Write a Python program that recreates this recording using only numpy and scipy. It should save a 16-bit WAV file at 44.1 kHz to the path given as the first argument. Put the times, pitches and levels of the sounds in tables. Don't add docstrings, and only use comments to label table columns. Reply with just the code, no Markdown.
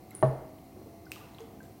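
import sys
import numpy as np
from scipy import signal
from scipy.fft import rfft, irfft
from scipy.io import wavfile

SR = 44100
rng = np.random.default_rng(int(sys.argv[2]) if len(sys.argv) > 2 else 0)


def log_audio(samples):
    frames = np.atleast_2d(samples).T
    limited = np.clip(frames, -1, 1)
    pcm = np.round(limited * 32767).astype(np.int16)
    wavfile.write(sys.argv[1], SR, pcm)


N = 79380


def amp(db):
    return 10 ** (np.asarray(db) / 20)


def unit_rms(x):
    return x / np.sqrt(np.mean(x ** 2) + 1e-20)


def curve_at(points, hz):
    point_hz, value = np.transpose(points)
    return np.interp(np.log(hz + 1), np.log(point_hz + 1), value)


def add(mix, start_s, sound):
    part = mix[round(start_s * SR):][:len(sound)]
    part += sound[:len(part)]


def colour(x, eq):
    gain = amp(curve_at(eq, np.fft.rfftfreq(len(x), 1 / SR)))
    return unit_rms(irfft(rfft(x) * gain, len(x)))


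def ring(hz, t60, rise_s, glide_per_s=0):
    t = np.arange(SR) / SR
    envelope = (1 - np.exp(-t / rise_s)) * amp(-60 * t / t60)
    return envelope * np.sin(2 * np.pi * hz * t * (1 + glide_per_s * t / 2))


def grains(eq, per_s, spread_db):
    sizes = amp(spread_db * np.minimum(rng.exponential(1, N), 4)) * rng.choice([-1, 1], N)
    return colour(sizes * (rng.random(N) < per_s / SR), eq)


def impulse(eq):
    log_gain = np.log(amp(curve_at(eq, abs(np.fft.fftfreq(SR, 1 / SR)))))
    click = np.fft.ifft(np.exp(np.conj(signal.hilbert(log_gain)))).real
    return click / abs(click).max()


def burst(eq, db, t60):
    t, shape = np.arange(SR) / SR, impulse(eq)
    noise = amp(db - 60 * t / t60) * rng.standard_normal(SR)
    return signal.fftconvolve(noise, shape / np.linalg.norm(shape))[:SR]


# frequency in Hz, t60 in seconds.
ROOM_DECAY = [(100, 0.44), (600, 0.69), (2500, 0.61), (9000, 0.45), (13500, 0.68), (16000, 0.25)]
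# delay in seconds, level in dB.
REFLECTIONS = [(.0058, -11.5), (.009, -21.5), (0.0162, -23.5)]

def room(x, wet_db):
    hz, t, spectrum = signal.stft(rng.standard_normal(SR), SR, nperseg=256)
    decay = amp(-60 * t / curve_at(ROOM_DECAY, hz)[:, None])
    tail = signal.istft(spectrum * decay, SR, nperseg=256)[1]
    tail *= 1 - np.exp(-np.arange(len(tail)) / SR / 0.004)
    tail /= np.linalg.norm(tail)
    for delay, db in REFLECTIONS:
        add(tail, delay, amp([db]))
    return x + amp(wet_db) * signal.fftconvolve(x, tail)[:N]


# frequency in Hz, relative level in dB.
AIR_EQ = [(20, -20), (45, -14), (70, -2.5), (105, 1), (140, -3), (200, -4.5), (330, -5), (560, -21.5),
          (720, -10), (900, -20), (1150, -19.5), (1500, -31.5), (1850, -27.5), (2100, -24), (2450, -28.5),
          (3600, -34), (4200, -29.5), (4700, -31.5), (7500, -34.5), (16000, -29.5)]
# pitch in Hz, level in dB.
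HUM_TONES = [(210, -62.5), (268, -64.5), (317, -61.5), (678, -64), (754, -66.5), (2078, -77), (4160, -84.5),
             (5850, -85.5)]

def kitchen():
    t, freqs = np.arange(N) / SR, np.fft.rfftfreq(N, 1 / SR)
    waver_depth, waver_hz = 0.73, 3.7
    smoothing = np.exp(-(freqs / waver_hz) ** 2)
    out = amp(-53) * colour(rng.standard_normal(N), AIR_EQ)
    for hz, db in HUM_TONES:
        drift = [unit_rms(irfft(rfft(noise) * smoothing, N)) for noise in rng.standard_normal((2, N))]
        waver = 1 + waver_depth * (drift[0] + 1j * drift[1])
        tone = np.exp(2j * np.pi * (hz * t + rng.random()))
        out += amp(db) * unit_rms((tone * waver).real)
    return out


# time in seconds, level in dB.
FLOW_LEVEL = [(0, -59.5), (.65, -64.5), (.8, -54), (.98, -64), (1.18, -55.5), (1.4, -59.5), (1.6, -57.5),
              (1.8, -58.5)]
# frequency in Hz, relative level in dB.
SLITHER_EQ = [(80, -74), (200, 2.5), (380, 11.5), (800, -2), (1300, -13.5), (2500, -33), (6000, -30),
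              (16000, -43)]

def slither():
    flow = amp(np.interp(np.arange(N) / SR, *np.transpose(FLOW_LEVEL)))
    return room(flow * grains(SLITHER_EQ, per_s=1100, spread_db=4.5), wet_db=-6.5)


# pitch in Hz, relative level in dB, t60 in seconds.
GLASS_MODES = [(2690, -8, 0.015), (3990, -11.5, 0.05), (7240, -12, 0.022), (7800, -11, .025),
               (11300, 1, .016), (14100, -3, .012)]
# start in seconds, level in dB.
GLASS_TOUCHES = [(0.1077, -46)]

def glass_tick():
    out = np.zeros(N)
    tick = sum(amp(db) * ring(hz, t60, rise_s=0.0001) for hz, db, t60 in GLASS_MODES)
    for start, db in GLASS_TOUCHES:
        add(out, start, amp(db) * tick)
    return room(out, wet_db=-16)


# start in seconds, level in dB, t60 in seconds.
SQUELCH_CUES = [(0.108, -61, 0.93), (1.155, -57.5, 0.75), (1.383, -56, 0.15)]
# frequency in Hz, relative level in dB.
SQUELCH_EQ = [(400, -5), (900, 13.5), (1800, 2), (3400, -2), (5000, -7.5), (8000, -9.5), (16000, -22)]

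def squelches():
    envelope, t = np.zeros(N), np.arange(SR) / SR
    rise_s = 0.0054
    for start, db, t60 in SQUELCH_CUES:
        add(envelope, start, (1 - np.exp(-t / rise_s)) * amp(db - 60 * t / t60))
    return room(envelope * grains(SQUELCH_EQ, per_s=1600, spread_db=4.5), wet_db=1)


# start in seconds, level in dB, starting pitch in Hz, t60 in seconds.
BUBBLE_CUES = [(0.1142, -40.5, 2100, 0.022), (1.066, -41.5, 1480, 0.031), (1.162, -40, 1200, 0.026),
               (1.1950, -51, 844, 0.12), (1.21, -48.5, 1186, 0.12), (1.4040, -39, 446, 0.24),
               (1.6040, -38.5, 1570, 0.026), (1.654, -53.5, 1630, .035)]

def bubbles():
    out = np.zeros(N)
    for start, db, hz, t60 in BUBBLE_CUES:
        add(out, start, amp(db) * ring(hz, t60, rise_s=0.0019, glide_per_s=0.47))
    return room(out, wet_db=-10)


# start in seconds, level in dB, pitch in Hz,
# t60 in seconds, click level in dB relative to the ring, the ring's reverb send in dB.
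CLICK_CUES = [(0.1507, -23.5, 9560, 0.0052, -30, -1.5), (0.5855, -50.5, 3000, 0.0069, -3, -13),
              (1.0556, -45.5, 5220, 0.0057, -13, -3.5), (1.1086, -51, 8500, 0.02, -25, -2),
              (1.1182, -25.5, 2666, 0.012, 6, -8), (1.1235, -46, 10100, 0.004, 9, -9),
              (1.159, -34.5, 2900, 0.0043, 2, -14), (1.3474, -46, 3990, .012, 3, -6),
              (1.3849, -33.5, 3180, 0.0039, -11, -5), (1.4057, -41, 6500, 0.0026, 0, -6),
              (1.6310, -43.5, 7800, 0.0022, 1, 1)]
# frequency in Hz, relative level in dB.
CLICK_EQ = [(300, -8), (1500, 1), (4000, 6.5), (8000, 2), (9800, 2), (11300, -9.5), (13500, 8), (16000, -3)]

def ringing_clicks():
    out = np.zeros(N)
    for start, db, hz, t60, click_db, wet_db in CLICK_CUES:
        tone, click = np.zeros((2, N))
        add(tone, start, amp(db) * ring(hz, t60, rise_s=0.00015))
        add(click, start, amp(db + click_db) * impulse(CLICK_EQ))
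        out += room(tone, wet_db) + room(click, wet_db + 4.5)
    return out


# start in seconds, level of its ring in dB.
KNOCK_CUE = (0.2268, -11.5)
# pitch in Hz, relative level in dB, t60 in seconds, attack in seconds.
BODY_MODES = [(132.4, -5, .36, 0.013), (211, -21, 0.31, .002), (384.5, -3.5, 0.055, 0.0027),
              (438, -13.5, 0.13, 0.0069), (547, -16, 0.096, 0.0031), (637.2, 5.5, 0.079, 0.0079),
              (778, -2.5, 0.036, 0.0013), (893, -2.5, 0.023, 0.0011), (990, -17, 0.017, 0.0009),
              (1119, -6, 0.063, 0.0048), (1303, -21.5, .06, 0.00038), (1450, -27, 0.045, 0.00044),
              (1796, -19, 0.048, 0.0012), (1830, -29, 0.014, 0.0012), (2890, -31, 0.024, 0.00036),
              (3990, -43, 0.077, .0004)]
# frequency in Hz, relative level in dB.
SHUDDER_EQ = [(20, -15), (40, -14), (62, -5), (85, -9), (120, -21), (400, -60), (2000, -88)]
# frequency in Hz, relative level in dB.
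THUD_EQ = [(35, -15), (70, -15), (130, 7), (250, -2.5), (450, 7), (800, 3), (1150, -9.5), (1500, -12.5),
           (2500, -27), (4500, -35), (7000, -41), (12000, -58)]

def knock():
    body, thud = np.zeros((2, N))
    start, level_db = KNOCK_CUE
    for hz, db, t60, rise_s in BODY_MODES:
        add(body, start, amp(level_db + db) * ring(hz, t60, rise_s))
    add(body, start, burst(SHUDDER_EQ, db=-47, t60=0.91))
    add(thud, start, amp(-21) * impulse(THUD_EQ))
    return room(body, wet_db=-12) + room(thud, wet_db=6.5)


def scene():
    mix = kitchen() + slither() + glass_tick() + squelches() + bubbles() + ringing_clicks() + knock()
    return mix[None]


def record(dry):
    lowpass = signal.firwin(511, 16000, window=("kaiser", 9), fs=SR)
    return signal.oaconvolve(dry, lowpass[None], "same")


dry = scene()
out = record(dry)
log_audio(out)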